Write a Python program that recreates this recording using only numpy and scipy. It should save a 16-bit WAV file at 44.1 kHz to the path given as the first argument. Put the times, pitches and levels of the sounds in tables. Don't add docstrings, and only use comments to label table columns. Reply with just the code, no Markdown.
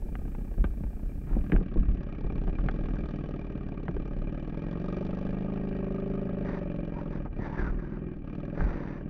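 import sys
import numpy as np
from scipy import signal
from scipy.fft import rfft, irfft, next_fast_len
from scipy.io import wavfile
from scipy.ndimage import uniform_filter1d

SR = 44100
rng = np.random.default_rng(int(sys.argv[2]) if len(sys.argv) > 2 else 0)


def to_wav(s):
    ch = np.atleast_2d(s).T
    pcm = np.round(np.clip(ch, -1, 1) * 32767)
    wavfile.write(sys.argv[1], SR, pcm.astype(np.int16))


N = 400869


def from_db(db):
    return 10 ** (np.asarray(db) / 20)


def in_time(rows):
    s, *columns = np.transpose(rows)
    return [np.interp(np.arange(N) / SR, s, c) for c in columns]


def even(x, size=11000):
    power = uniform_filter1d(uniform_filter1d(x * x, size), size)
    return x / np.sqrt(np.maximum(power, 1e-20))


def cut(x, hz, kind, order=2):
    return signal.sosfilt(signal.butter(order, hz, kind, fs=SR, output="sos"), x)


def colour(x, spectrum):
    hz, db = np.transpose(spectrum)
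    size = next_fast_len(N + SR // 4)
    bins = np.maximum(np.arange(size // 2 + 1) * SR / size, 1)
    low_end = np.minimum(bins / hz[0], 1) ** 2
    high_end = np.minimum(hz[-1] / bins, 1) ** 6
    gain = from_db(np.interp(np.log(bins), np.log(hz), db)) * low_end * high_end
    return irfft(rfft(x, size) * gain, size)[:N]


def resonate(x, hz, width_hz, db):
    r = np.exp(-np.pi * width_hz / SR)
    poles = [1, -2 * r * np.cos(2 * np.pi * hz / SR), r * r]
    return from_db(db) * (1 - r * r) / 2 * signal.lfilter([1, 0, -1], poles, x + 1e-18)


def glide(x, hz, width_hz):
    turn = np.exp(2j * np.pi * np.cumsum(hz * np.ones(N)) / SR)
    r = np.exp(-np.pi * width_hz / SR)
    return 2 * np.real(turn * signal.lfilter([1 - r], [1, -r], x / turn + 1e-18))


def body(x, modes):
    return sum(resonate(x, *mode) for mode in modes)


def clicks(at, sizes):
    return np.bincount(np.clip(at, 0, N - 1).astype(int), sizes, N)


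def fade(x, seconds):
    return signal.lfilter([1], [1, -np.exp(-1 / (seconds * SR))], x + 1e-18)


def swell(start, length, db, attack_s, release_s, sag_db_per_s):
    t = np.arange(N) / SR - start
    edges = np.minimum(t, 0) / attack_s - np.maximum(t - length, 0) / release_s
    return from_db(db - sag_db_per_s * np.clip(t, 0, length)) * np.exp(np.maximum(edges, -20))


# t/s, speed/(turns per minute)
CRANK_SPEED = [(0.0, 1843), (0.3, 1852), (0.9, 1842), (1.25, 2047), (1.5, 2222), (1.7, 2134), (2.0, 2007),
               (2.25, 2087), (2.55, 2095), (2.75, 2497), (3.0, 2372), (3.25, 2399), (3.45, 2219),
               (3.75, 2145), (4.1, 2158), (4.35, 2333), (4.55, 2499), (4.85, 2842), (5.25, 3029),
               (5.55, 3194), (5.85, 3060), (6.1, 3129), (6.35, 3091), (6.65, 2795), (6.95, 2626),
               (7.2, 2491), (7.35, 1976), (7.55, 2488), (7.75, 2385), (8.05, 2514), (8.25, 2131),
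               (8.45, 2480), (8.7, 2688), (8.9, 2292), (9.09, 2410)]
# t/s, level/dB
ENGINE_LOAD = [(0.0, -8), (0.35, -4.5), (0.9, -8), (1.2, -5.5), (1.5, 0.5), (2.1, 1), (2.8, 2.5),
               (3.15, 2.5), (3.6, 0.5), (4.35, 1), (4.95, 3.5), (5.5, 1.5), (7.1, 0.5), (7.3, -1),
               (7.55, 1), (7.8, -5.5), (8.2, -0.5), (8.35, 1), (9.09, -4)]
# t/s, level/dB
BARK_LEVEL = [(0.0, 3), (0.4, 2), (1.15, -1), (1.65, -4.5), (2.3, 7), (3.5, 5), (3.9, 4.5), (5.0, 7.5),
              (5.35, 7.5), (6.0, 3), (6.7, 4), (7.4, 2), (7.85, -5.5), (8.2, -2), (8.35, 2.5), (8.7, 3.5),
              (9.09, -4)]
# level/dB at cruising speed, level/dB per doubling of speed, share of the swing
BOOM_GROWTH = (-37.5, 10.8, 0.27)
BARK_GROWTH = (-54.5, 10, 0.88)
CLATTER_GROWTH = (-58, 4.1, 1)
TICK_GROWTH = (-78, 0.68, 2.97)
FRONT_PHASE, REAR_PHASE = -0.135, 0.275
CRUISE_RPM = 2400


def engine():
    rpm, = in_time(CRANK_SPEED)
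    load_db, = in_time(ENGINE_LOAD)
    bark_db, = in_time(BARK_LEVEL)
    front = firings(rpm, FRONT_PHASE, jitter_s=.00003)
    rear = firings(rpm, REAR_PHASE, jitter_s=.00003)
    both = np.r_[front, rear] + 0.0008 * SR
    boom = even(booming(rpm, both, rough_db=3.0, rear_share=0.83))
    bark = exhaust_bark(front, rear, rpm)
    hum = drones(front, rpm, rough_db=3.0, build_up_hz=71.5)
    clatter = fins(front, rear, rpm, load_db)
    ticks = valve_ticks(both)
    return (boom * loudness(BOOM_GROWTH, rpm, load_db)
            + bark * loudness(BARK_GROWTH, rpm, bark_db)
            + hum + pings()
            + clatter * loudness(CLATTER_GROWTH, rpm, load_db)
            + ticks * loudness(TICK_GROWTH, rpm, load_db))


def loudness(law, rpm, swing_db):
    cruise_db, db_per_doubling, swing_share = law
    return from_db(cruise_db + db_per_doubling * np.log2(rpm / CRUISE_RPM) + swing_share * swing_db)


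def firings(rpm, phase, jitter_s):
    cycles = np.cumsum(rpm) / (2 * 60 * SR) - phase
    at = np.flatnonzero(np.diff(np.floor(cycles)))
    return at + jitter_s * SR * rng.standard_normal(len(at))


# order (multiple of the cycle rate), relative level/dB
BOOM_ORDERS = [(2, -6), (3, -0.5), (4, -5.5), (5, 8), (6, -15), (7, 7), (8, 4), (9, -5), (10, 0), (11, -2),
               (12, -9.5), (13, -1), (14, -9), (15, -1.5), (16, -9), (17, -4), (18, -15.5), (19, -11),
               (20, -18.5), (21, -21), (22, -13.5), (23, -18.5), (24, -13), (25, -17), (26, -7)]
# f/Hz, level/dB
MUFFLER_RESPONSE = [(45, -7.5), (100, -7.5), (135, -0.5), (190, 2), (240, -3.5), (295, 5), (350, 0.5),
                    (450, -16.5), (580, -4), (700, -16.5)]
PUSH_LAG, PUSH_SHARE = 0.132, 0.55


def booming(rpm, at, rough_db, rear_share):
    crest = 0.0694
    cycles = np.cumsum(rpm) / (2 * 60 * SR) - crest
    orders = 0
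    for order, db in BOOM_ORDERS:
        front_puff = np.exp(-2j * np.pi * order * FRONT_PHASE)
        rear_puff = rear_share * np.exp(-2j * np.pi * order * REAR_PHASE)
        push = 1 + PUSH_SHARE * np.exp(-2j * np.pi * order * PUSH_LAG)
        phase = np.angle((front_puff + rear_puff) * push)
        orders = orders + from_db(db) * np.cos(2 * np.pi * order * cycles + phase)
    burn = np.interp(np.arange(N), np.sort(at), rng.standard_normal(len(at)))
    strokes = orders * from_db(rough_db * (2000 / rpm) ** 3 * burn)
    ring = resonate(strokes, 210.3, 58, -0.21)
    return colour(strokes + ring, MUFFLER_RESPONSE)


# f/Hz, width/Hz, relative level/dB, rear pipe against front level/dB
PIPE_MODES = [(439, 350, -2.5, -3.5), (585, 180, -2.5, -5), (696.5, 710, -6, -0.5), (873, 550, -10, 4)]
PIPE_LAG_S = .0003


def exhaust_bark(front, rear, rpm):
    front_modes = [(hz, width_hz, db) for hz, width_hz, db, _ in PIPE_MODES]
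    rear_modes = [(hz, width_hz, db + rear_db) for hz, width_hz, db, rear_db in PIPE_MODES]
    exhaust = sum(pipe(at + PIPE_LAG_S * SR, rpm, modes, rough_db=1.3, gas=.009)
                  for at, modes in ((front, front_modes), (rear, rear_modes)))
    return even(colour(exhaust, [(290, -20.0), (400, 2.0), (880, -8), (1000, -4.5)]))


def pipe(at, rpm, modes, rough_db, gas, build_up_hz=70):
    unevenness_db = rough_db * (2000 / rpm[np.clip(at, 0, N - 1).astype(int)]) ** 2
    burn_db = unevenness_db * rng.standard_normal(len(at))
    flow = fade(fade(clicks(at, from_db(burn_db)), 0.0034), 0.0027) / (0.00013 * SR)
    turbulence = gas * flow * rng.standard_normal(N) * (2300 / rpm) ** 3
    out = 0
    for k, (hz, width_hz, db) in enumerate(modes):
        puffs = clicks(at, from_db(burn_db + unevenness_db * rng.standard_normal(len(at))))
        drive = puffs + turbulence * np.sqrt(hz / 500)
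        swelling = resonate(drive, hz, build_up_hz, 0)
        out = out + (-1) ** (k + 1) * resonate(swelling, hz, width_hz, db)
    return out


# t/s, lower level/dB, upper level/dB, lower f/Hz
STANDING_WAVES = [(0, -67.5, -70.5, 377), (3.098, -50, -56.5, 395), (3.599, -49, -61.5, 398.3),
                  (4.651, -54, -63, 366), (4.97, -38.5, -46, 365), (5.2, -50, -51, 374),
                  (5.55, -42, -55, 397), (5.85, -39, -47, 387), (6.099, -37.5, -47.5, 391.4),
                  (6.501, -43.5, -44, 387.5), (7.35, -58, -54.5, 379), (8.08, -45.5, -62.5, 365),
                  (8.27, -61, -65, 362), (8.5, -52, -48, 393), (9.09, -57.5, -60, 374)]
DRONE_LAG_S = 0.0021
UPPER_DRONE_HZ, DRONE_WIDTHS_HZ = 577.8, (19, 41)


def drones(front, rpm, rough_db, build_up_hz):
    lower_db, upper_db, lower_hz = in_time(STANDING_WAVES)
    at = front + DRONE_LAG_S * SR
    unevenness_db = rough_db * (2000 / rpm[np.clip(at, 0, N - 1).astype(int)]) ** 3
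    puffs = clicks(at, from_db(unevenness_db * rng.standard_normal(len(at))))
    out = 0
    for hz, width_hz, db in zip((lower_hz, UPPER_DRONE_HZ), DRONE_WIDTHS_HZ, (lower_db, upper_db)):
        swelling = glide(puffs, hz, build_up_hz)
        out = out + from_db(db) * even(glide(swelling, hz, width_hz), size=6000)
    return out


# f/Hz, width/Hz, relative level/dB,
# rear cylinder against front level/dB, delay after the firing t/s, share of gear whirr
FIN_MODES = [(1122, 55, 3, -0.5, -.002, 0.1), (1234, 80, 5, -4, -.002, 0.084),
             (1620, 140, -2.5, 1, 0, 0.34), (1872, 21, -2, 1, 0.0038, 0.21),
             (2375, 100, -2, -2, .0004, 0.25), (2650, 440, -14.5, 2.5, .0004, .1),
             (3017, 53, -11.5, 3.5, 0.0043, .08)]
FIN_TILT_DB = -0.5


def fins(front, rear, rpm, load_db):
    whirr = from_db(-0.9 * load_db)
    tilt_db = FIN_TILT_DB * np.log2(rpm / CRUISE_RPM)
    out = 0
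    for hz, width_hz, db, rear_db, delay_s, whirr_share in FIN_MODES:
        force_db = np.r_[np.zeros(len(front)), np.full(len(rear), rear_db)]
        at = np.r_[front, rear] + delay_s * SR
        burst = rattle(at, force_db, decay_s=.006, rise_s=.002, steady=whirr_share * whirr,
                       spread_db=3.5, slap=.25, tap=.5)
        tilt = from_db(tilt_db * np.log2(FIN_MODES[0][0] / hz))
        out = out + tilt * resonate(burst, hz, width_hz, db)
    return even(colour(out, [(700, -18.5), (1050, 3.5), (2900, 3.0), (3150, -1)]))


def rattle(at, force_db, decay_s, rise_s, steady, spread_db, slap, tap):
    sizes = from_db(force_db + spread_db * np.clip(rng.standard_normal(len(at)), -2, 2))
    bursts = fade(fade(clicks(at, sizes), decay_s), rise_s) / (rise_s * SR)
    taps = clicks(at + SR * rise_s, sizes)
    slap_delay_s = rise_s + 2 * decay_s * rng.random(len(at))
    slaps = clicks(at + SR * slap_delay_s, sizes)
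    noise = (bursts + steady) * rng.standard_normal(N)
    return noise + np.sqrt(decay_s * SR) * (tap * taps + slap * slaps)


# f/Hz, width/Hz, relative level/dB
VALVE_MODES = [(3250, 810, -8.5), (4080, 510, -12), (4780, 310, -8.5), (5740, 440, -6.5), (7000, 500, -15)]


def valve_ticks(at):
    seating_db = 3.5 * np.clip(rng.standard_normal(len(at)), -2, 2)
    valves = 0
    for mode in VALVE_MODES:
        contacts = rattle(at, seating_db, decay_s=0.003, rise_s=0.0011, steady=0.14,
                          spread_db=2.5, slap=0.25, tap=0)
        valves = valves + resonate(contacts, *mode)
    return even(colour(valves, [(2500, -4.0), (3400, 11.5), (6200, -2.5), (7600, -7.5)]))


# t/s, peak level/dB
FIN_PINGS = [(3.036, -52), (3.088, -46), (3.609, -47.5), (4.054, -50), (4.326, -51), (4.424, -59),
             (4.841, -45), (4.883, -40.5), (4.926, -39.5), (5.328, -53), (5.944, -46), (5.982, -41.5),
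             (6.138, -50), (6.177, -50)]
PING_HZ, PING_WIDTH_HZ, PING_BUILD_UP_HZ = 1220, 82, 110


def pings():
    s, db = np.transpose(FIN_PINGS)
    swelling = resonate(signal.unit_impulse(SR // 8), PING_HZ, PING_BUILD_UP_HZ, 0)
    ring = resonate(swelling, PING_HZ, PING_WIDTH_HZ, 0)
    return signal.oaconvolve(clicks(s * SR, from_db(db)), ring / np.abs(ring).max())[:N]


# start t/s, length t/s, dip level/dB
THROTTLE_CUTS = [(1.17, 0.087, -3), (7.296, 0.016, -12), (8.185, 0.05, -8)]
SHUT_S, REOPEN_S = 0.016, 0.0061


def shut_offs():
    dips = [dip_db * swell(start, length, 0, SHUT_S, REOPEN_S, 0) for start, length, dip_db in THROTTLE_CUTS]
    return from_db(sum(dips))


# t/s, peak level/dB, favoured f/Hz
FRAME_THUDS = [(0.583, -26, 90), (0.643, -24, 250), (0.808, -31, 120), (1.275, -32, 198), (1.31, -30, 189),
               (1.366, -19.5, 220), (1.37, -30, 754), (1.523, -15.5, 180), (1.531, -19.5, 320),
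               (1.55, -19.5, 75), (1.586, -27.5, 129), (1.612, -24.5, 200), (1.723, -30, 240),
               (1.759, -21.5, 390), (1.81, -33, 150), (2.245, -26.5, 170), (2.478, -27, 200),
               (2.655, -23, 150), (3.89, -23, 200), (7.392, -23, 90), (8.621, -29, 129)]
# f/Hz, width/Hz, relative level/dB
FRAME_MODES = [(89, 5.8, 12), (166, 67, 22), (305, 57, 16.5), (416, 32, -21.5), (570, 90, -10.5),
               (760, 110, -10)]


def frame_thuds():
    return sum(blow(*thud, soft_hz=780, chatter_s=0.011, modes=FRAME_MODES, chatter=0.065)
               for thud in FRAME_THUDS)


# t/s, peak level/dB, favoured f/Hz, hardness of the contact as cutoff f/Hz,
# chatter decay t/s
MOUNT_KNOCKS = [(0.154, -26.5, 1430, 2700, .003), (0.3501, -34, 770, 2600, 0.0061),
                (0.642, -25, 1450, 3000, 0.0066), (0.837, -33, 400, 2400, 0.0042),
                (1.44, -42, 603, 2700, 0.0065), (1.499, -32.5, 400, 2000, .003),
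                (1.52, -23.5, 1550, 2800, 0.009), (1.563, -22.5, 1100, 2500, 0.0025),
                (2.303, -35, 694, 2300, .005), (2.478, -31.5, 695, 2500, 0.0077),
                (2.587, -32, 1180, 2500, 0.0059), (2.687, -21, 1330, 2900, 0.0043),
                (2.886, -35.5, 890, 2400, 0.0023), (2.968, -35, 1400, 2490, 0.0046),
                (3.882, -23.5, 1210, 2400, 0.0027), (3.966, -24.5, 400, 2000, 0.0025),
                (7.258, -34, 910, 2000, .012), (8.607, -22.5, 1500, 1800, 0.0044)]
# f/Hz, width/Hz, relative level/dB
MOUNT_MODES = [(209, 48, 16), (290, 44, 30.5), (397, 240, 26.5), (730, 67, 23.5), (1180, 150, 15),
               (1430, 67, 14.5), (1534, 71, 11), (2400, 1500, 9.5)]


def mount_knocks():
    return sum(blow(*knock, MOUNT_MODES, chatter=0.093) for knock in MOUNT_KNOCKS)


STRUCK_WIDTH, STRUCK_DB = 0.49, 11.5


def blow(s, peak_db, hz, soft_hz, chatter_s, modes, chatter):
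    out, hit = np.zeros(N + SR), signal.unit_impulse(SR // 4)
    contact = hit + chatter * fade(hit, chatter_s) * rng.standard_normal(len(hit))
    ring = cut(body(contact, modes), soft_hz, "low", order=5)
    ring = ring + resonate(ring, hz, STRUCK_WIDTH * hz, STRUCK_DB)
    start = int(s * SR)
    out[start:start + len(ring)] = from_db(peak_db) * ring / np.abs(ring).max()
    return out[:N]


# start t/s, length t/s, level/dB,
# shell's ring at the start f/Hz, at the end f/Hz, ring against grains level/dB
RUB_STROKES = [(1.296, 0.066, -53.5, 700, 775, 1), (6.476, 0.09, -41.5, 1880, 1790, 1),
               (6.976, 0.023, -49, 925, 900, 10), (7.131, 0.031, -47.5, 1740, 1620, 1),
               (7.421, 0.042, -45.5, 1850, 1700, 9), (7.465, .07, -50, 670, 945, 11),
               (7.574, 0.093, -42, 1720, 1450, 14.5), (7.698, 0.034, -53.5, 1300, 1160, 10.5),
               (7.8, 0.18, -53, 1660, 1490, 8.5), (8.587, 0.11, -42, 1750, 1400, 3.5),
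               (8.734, 0.25, -45, 1850, 1700, 0)]
# f/Hz, relative level/dB
CLOTH_SPECTRUM = [(50, -0.5), (75, -3.5), (110, 1), (400, 10), (650, -1), (900, 3.5), (1150, -1),
                  (1600, -3.5), (1950, -5), (2300, -10.5), (3050, -26.5), (3700, -22), (4250, -29.5),
                  (4700, -24.5), (5250, -33.5), (5900, -28), (6900, -49)]
RUB_ATTACK_S, RUB_RELEASE_S, RUB_SAG_DB_PER_S = 0.028, 0.028, 14
SHELL_WIDTH_HZ = 97


def rubbing(slips_per_s, spread_db):
    slipping = rng.random(N) < slips_per_s / SR
    slips = slipping * rng.standard_normal(N) * from_db(spread_db * rng.standard_normal(N))
    grains = even(colour(slips, CLOTH_SPECTRUM))
    out = 0
    for start, length, db, from_hz, to_hz, ring_db in RUB_STROKES:
        stroke = swell(start, length, db, RUB_ATTACK_S, RUB_RELEASE_S, RUB_SAG_DB_PER_S)
        ring_hz, = in_time([(start, from_hz), (start + length, to_hz)])
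        ring = from_db(ring_db) * glide(grains, ring_hz, SHELL_WIDTH_HZ)
        out = out + stroke * (grains + ring)
    return out


# start t/s, length t/s, level at the start/dB
MOUNT_BOUNCES = [(0.579, 0.059, -21.5), (0.827, 0.0097, -28), (1.019, 0.092, -33), (1.318, 0.08, -23.5),
                 (1.54, 0.02, -18.5), (1.771, 0.027, -18.5), (1.886, 0.011, -20), (2.236, 0.26, -29),
                 (2.482, 0.011, -24), (2.593, 0.11, -26.5), (2.792, 0.23, -30.5), (3.944, 0.056, -30.5),
                 (4.126, 0.17, -31.5), (5.263, 0.032, -36), (5.642, 0.021, -39), (7.113, .3, -39),
                 (7.597, 0.16, -28.5), (8.601, 0.079, -24.5)]
# t/s, level/dB
DEEP_FLOOR = [(0.0, -32.5), (3.0, -38), (4.6, -37.5), (7.8, -38.5), (8.1, -41), (9.09, -41.5)]
BOUNCE_ATTACK_S, BOUNCE_RELEASE_S, BOUNCE_SAG_DB_PER_S = 0.0019, 0.051, 5.5


def bounce_strength():
    floor_db, = in_time(DEEP_FLOOR)
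    bounces = sum(swell(*bounce, BOUNCE_ATTACK_S, BOUNCE_RELEASE_S, BOUNCE_SAG_DB_PER_S) ** 2
                  for bounce in MOUNT_BOUNCES)
    return np.sqrt(from_db(floor_db) ** 2 + bounces)


# f/Hz, relative level/dB
BOUNCE_COLOUR = [(14, -6), (24, -5.5), (33, 3.5), (48, -5.5), (62, -9.5), (76, -13), (100, -26),
                 (200, -22.5)]


def mount_bouncing(strength):
    return strength * even(colour(rng.standard_normal(N), BOUNCE_COLOUR), size=3500)


# f/Hz, relative level/dB
RUMBLE_COLOUR = [(90, -2), (115, -7.5), (220, -1), (350, -3), (500, -15.5), (800, -23.5), (1000, -43)]
# t/s, level/dB
STONINESS = [(0, -48), (1.3, -52.5), (2.0, -46), (3.0, -45.5), (4.3, -46), (5.1, -51), (5.45, -47),
             (5.65, -60), (6.22, -48), (6.33, -39), (6.6, -48), (7.1, -45.5), (7.6, -48.5), (8.1, -45),
             (9.09, -43)]
TRACK_FOLLOWS = 0.31


def track(strength):
    stones_db, = in_time(STONINESS)
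    bounce_db = 20 * np.log10(strength)
    jolts_db = TRACK_FOLLOWS * (bounce_db - bounce_db.mean())
    return from_db(stones_db + jolts_db) * even(colour(rng.standard_normal(N), RUMBLE_COLOUR))


# t/s, level/dB
HISS_LEVEL = [(0, -70), (1.58, -72), (1.63, -100), (9.09, -100.5)]
# f/Hz, relative level/dB
HISS_COLOUR = [(2000, -8), (7400, -8.5), (8200, -4.5), (9200, -8.5), (10200, -9.5), (11000, -6),
               (15500, -5.5)]


def faint_hiss():
    hiss_db, = in_time(HISS_LEVEL)
    return from_db(hiss_db) * even(colour(rng.standard_normal(N), HISS_COLOUR))


def scene():
    strength = bounce_strength()
    bike = engine() * shut_offs()
    blows = frame_thuds() + mount_knocks()
    cloth = rubbing(slips_per_s=3000, spread_db=3.0)
    return (bike + blows + cloth + mount_bouncing(strength) + track(strength) + faint_hiss())[None]


CUTOFF_HZ = 15700


def record(dry):
    return signal.sosfilt(signal.ellip(10, .1, 80, CUTOFF_HZ, fs=SR, output="sos"), dry)


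dry = scene()
out = record(dry)
to_wav(out)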